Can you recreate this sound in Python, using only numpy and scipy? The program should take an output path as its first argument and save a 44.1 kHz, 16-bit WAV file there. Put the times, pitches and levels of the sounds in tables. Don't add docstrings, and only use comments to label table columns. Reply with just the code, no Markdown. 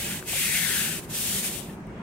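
import sys
import numpy as np
from scipy import signal
from scipy.fft import rfft, irfft, next_fast_len
from scipy.io import wavfile
from scipy.ndimage import uniform_filter1d, map_coordinates

SR = 44100
rng = np.random.default_rng(int(sys.argv[2]) if len(sys.argv) > 2 else 0)


def persist_wave(psi):
    counts = np.round(np.clip(psi, -1, 1) * 32767).astype(np.int16)
    wavfile.write(sys.argv[1], SR, np.atleast_2d(counts).T)


N = 89082
T_S = np.arange(N) / SR
SIDES = np.array([[1], [-1]]) / 2


def amp(db):
    return 10 ** (np.asarray(db) / 20)


def unit(x):
    return x / np.sqrt(np.mean(x ** 2) + 1e-20)


def along(points, hz):
    freq_hz, value = np.transpose(points)
    return np.interp(np.log(hz + 1), np.log(freq_hz + 1), value)


def wobble(knots_per_s):
    knots = rng.standard_normal(int(N * knots_per_s / SR) + 4)
    return map_coordinates(knots, [np.arange(N) * knots_per_s / SR])


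def filtered(x, response):
    size = next_fast_len(N + SR // 2)
    spectrum = rfft(x, size) * response(np.fft.rfftfreq(size, 1 / SR))
    return irfft(spectrum, size)[..., :N]


def stereo(pair, alike):
    def mid_side(hz):
        angle = np.arccos(np.clip(along(alike, hz), -1, 1)) / 2
        return np.array([np.cos(angle), np.sin(angle)])

    mid, side = filtered(pair, mid_side)
    return np.array([mid + side, mid - side])


PATCHY_DB = 1.5


def moving(pair, gain):
    hz, now_s, bins = signal.stft(pair, SR, nperseg=1024)
    field = uniform_filter1d(rng.standard_normal(bins.shape[1:]), size=3, axis=0)
    field = uniform_filter1d(field, size=5, axis=1)
    bins = bins * gain(hz[:, None], now_s[None]) * amp(PATCHY_DB * unit(field))
    return signal.istft(bins, SR, nperseg=1024)[1][:, :N]


SLIPS_PER_S, SLIP_SPREAD_DB = 12000, 2
SMOOTH_SHARE = 0.89


def slips():
    hit = rng.random((2, N)) < SLIPS_PER_S / SR
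    force_db = SLIP_SPREAD_DB * np.clip(rng.standard_normal((2, N)), -2, 2)
    sign = np.sign(rng.standard_normal((2, N)))
    film = rng.standard_normal((2, N))
    grains = unit(hit * amp(force_db) * sign)
    return np.sqrt(1 - SMOOTH_SHARE) * grains + np.sqrt(SMOOTH_SHARE) * film


# freq_hz, density_db_per_hz
HISS_SPECTRUM = [(250, -38), (450, -18), (1100, -17.5), (1500, -13.5), (2500, -11), (3700, -3.5),
                 (4500, -5), (5500, -5), (6500, -2.5), (7600, -2), (8350, 2), (9300, -3), (10700, -2.5),
                 (12000, -4), (13400, -3.5), (15300, -7.5)]


def hiss():
    return unit(moving(slips(), lambda hz, now_s: amp(along(HISS_SPECTRUM, hz))))


# start_s, low_hz, low_db, high_hz, high_db (dB relative to the hiss)
RASP_PATH = [(0, 2120, -13, 2860, -6), (.12, 1680, -8.5, 2670, -7.5), (.2, 1750, -12.5, 2760, -7.5),
             (.28, 2330, -8, 3030, -12.5), (.42, 2420, -7, 3470, -12.5), (.52, 2120, -4.5, 3340, -28),
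             (.6, 2110, -4, 3370, -10.5), (.68, 1700, -7.5, 3280, -9), (.76, 1780, -9, 2770, -9.5),
             (.85, 1540, -10.5, 2730, -7), (.98, 1490, -12.5, 2560, -6.5), (1.1, 1630, -15, 2820, -10.5),
             (1.2, 1630, -23, 2860, -12.5), (1.35, 1840, -18, 3180, -12.5), (1.45, 2320, -11, 2960, -19),
             (1.6, 2360, -15.5, 3000, -6.5)]
RASP_WIDTH = 0.49
HEAD_EDGE_HZ = 1230


def rasp():
    start_s, low_hz, low_db, high_hz, high_db = np.transpose(RASP_PATH)

    def peak(hz, now_s, centre_hz, level_db):
        centre = np.interp(now_s, start_s, centre_hz)
        ratio = hz / centre
        bandpass = RASP_WIDTH * ratio / np.abs(1 - ratio * ratio + 1j * RASP_WIDTH * ratio)
        power_makeup = np.sqrt(SR / 2 / (centre * RASP_WIDTH))
        return amp(np.interp(now_s, start_s, level_db)) * bandpass ** 1.84 * power_makeup

    def resonances(hz, now_s):
        low_cut = 1 / (1 + (HEAD_EDGE_HZ / (hz + 1)) ** 12)
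        return low_cut * np.hypot(peak(hz, now_s, low_hz, low_db), peak(hz, now_s, high_hz, high_db))

    return moving(slips(), resonances)


# start_s, hiss_level_db, left_over_right_db (its mean is removed)
STROKE_PATH = [(0, -31.5, 1), (.13, -32.5, 2), (.17, -35.5, 0), (.198, -39, 1), (.212, -46.5, 1),
               (.25, -47, 3), (.268, -40, 5), (0.283, -31, 3), (.31, -29.5, 3.5), (.38, -26, 4),
               (.46, -26, 5.5), (.51, -27.5, 5.5), (.55, -25, 6), (.65, -26, 8), (.79, -25.5, 5),
               (.86, -27, 4.5), (.93, -31, 8), (.99, -35, 1), (1.012, -45.5, 2), (1.05, -45, 3),
               (1.068, -53.5, 7), (1.087, -53, 11), (1.1, -39, 1), (1.13, -34, 3), (1.152, -28.5, 3),
               (1.22, -27.5, 4), (1.391, -27.5, 4.5), (1.422, -33, 3), (1.445, -26.5, 4), (1.478, -28.5, 3),
               (1.505, -34, 4), (1.56, -34, 0), (1.59, -40.5, 22), (1.63, -43, -1.5), (1.69, -50.5, 2),
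               (1.74, -55, 4), (1.79, -71, 10)]
# freq_hz, likeness
BRUSH_LIKENESS = [(700, .8), (1700, .8), (2600, .65), (3500, .35), (4500, .2), (8000, .05)]
# freq_hz, left_over_right_db
BRUSH_SHADING = [(700, 3), (1400, 6), (2200, 6), (3600, 4), (4500, 1), (5200, -1), (7600, -1), (8600, 2),
                 (9600, 9), (11400, 5), (12100, 5), (12800, 1), (14100, -2), (15000, -3)]
FLUTTER_DB, FLUTTER_KNOTS_PER_S = 0.5, 13.5
END_FADE_DB_PER_S = 200
LEFT_LEAD_S = 6e-5


def brush():
    start_s, hiss_db, pan_db = np.transpose(STROKE_PATH)
    level_db = np.interp(T_S, start_s, hiss_db) + FLUTTER_DB * wobble(FLUTTER_KNOTS_PER_S)
    level_db -= END_FADE_DB_PER_S * np.clip(T_S - start_s[-1], 0, 1)
    pan = amp(SIDES * (np.interp(T_S, start_s, pan_db) - pan_db.mean()))
    panned_hiss = pan * stereo(hiss(), BRUSH_LIKENESS)
    both = amp(level_db) * (panned_hiss + stereo(rasp(), BRUSH_LIKENESS))

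    def placement(hz):
        lead = np.exp(2j * np.pi * hz * SIDES * LEFT_LEAD_S)
        return amp(SIDES * along(BRUSH_SHADING, hz)) * lead

    return filtered(both, placement)


# freq_hz, density_db_per_hz
RUMBLE_SPECTRUM = [(15, -32), (30, -14.5), (55, -6.5), (100, -7), (150, -2), (220, -3), (290, -10.5),
                   (355, -5.5), (470, -13), (600, -14.5), (1000, -18), (2500, -28), (3500, -42.5),
                   (5000, -41.5), (8500, -43), (10000, -49.5), (15700, -58)]
# freq_hz, density_db_per_hz
TYRE_SPECTRUM = [(700, -120), (900, 10.5), (1500, 4), (3300, -2.5), (4500, -20), (5500, -120)]
# freq_hz, likeness
TRAFFIC_LIKENESS = [(30, .8), (80, .87), (130, .98), (220, .985), (380, .92), (700, .65), (1300, .2),
                    (3000, 0)]
# start_s, centre_hz
DRONE_PATH = [(0, 158), (.5, 160), (.8, 159), (1.05, 236), (1.25, 215), (1.5, 188), (2.02, 170)]
DRONE_DB, DRONE_WIDTH_HZ = 4, 55
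RUMBLE_DB, RUMBLE_WOBBLE_DB, RUMBLE_KNOTS_PER_S = -38.5, 0.62, 4.98
TYRES_END_DB, TYRES_RISE_DB_PER_S = -47.5, 84


def traffic():
    def drone(hz, now_s):
        offset = (hz - np.interp(now_s, *np.transpose(DRONE_PATH))) / DRONE_WIDTH_HZ
        return amp(DRONE_DB * np.exp(-offset ** 2))

    def shaped(spectrum):
        noise = stereo(moving(rng.standard_normal((2, N)), drone), TRAFFIC_LIKENESS)
        return unit(filtered(noise, lambda hz: amp(along(spectrum, hz))))

    rumble_db = RUMBLE_DB + RUMBLE_WOBBLE_DB * wobble(RUMBLE_KNOTS_PER_S)
    tyres_db = TYRES_END_DB - TYRES_RISE_DB_PER_S * (N / SR - T_S)
    return amp(rumble_db) * shaped(RUMBLE_SPECTRUM) + amp(tyres_db) * shaped(TYRE_SPECTRUM)


# start_s, level_db (first mode, before its onset), pitch_hz, t60_s, left_over_right_db
TICK_EVENTS = [(0.226, -29, 1560, 0.009, 11), (0.333, -28.5, 733, 0.019, -1), (.357, -35.5, 540, 0.045, -2),
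               (1.696, -46.5, 1810, 0.062, 16), (1.801, -56, 8200, .012, -3), (1.870, -51, 8600, 0.012, -6)]
OVERTONE_RATIO, OVERTONE_DB = 1.5, -7
TICK_ONSET_S, TICK_NOISE = 0.00017, 0.05


def ticks():
    out = np.zeros((2, N + SR))
    t_s = np.arange(SR // 20) / SR
    for start_s, level_db, pitch_hz, t60_s, pan_db in TICK_EVENTS:
        ring = np.sin(2 * np.pi * pitch_hz * t_s)
        ring += amp(OVERTONE_DB) * np.sin(2 * np.pi * OVERTONE_RATIO * pitch_hz * t_s)
        ring += TICK_NOISE * rng.standard_normal(len(t_s))
        envelope = amp(level_db - 60 * t_s / t60_s) * (1 - np.exp(-t_s / TICK_ONSET_S))
        first = round(start_s * SR)
        out[:, first:first + len(t_s)] += amp(SIDES * pan_db) * envelope * ring
    return out[:, :N]


def scene():
    return brush() + traffic() + ticks()


TOP_HZ = 15760


def record(dry):
    return filtered(dry, lambda hz: hz < TOP_HZ)


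dry = scene()
out = record(dry)
persist_wave(out)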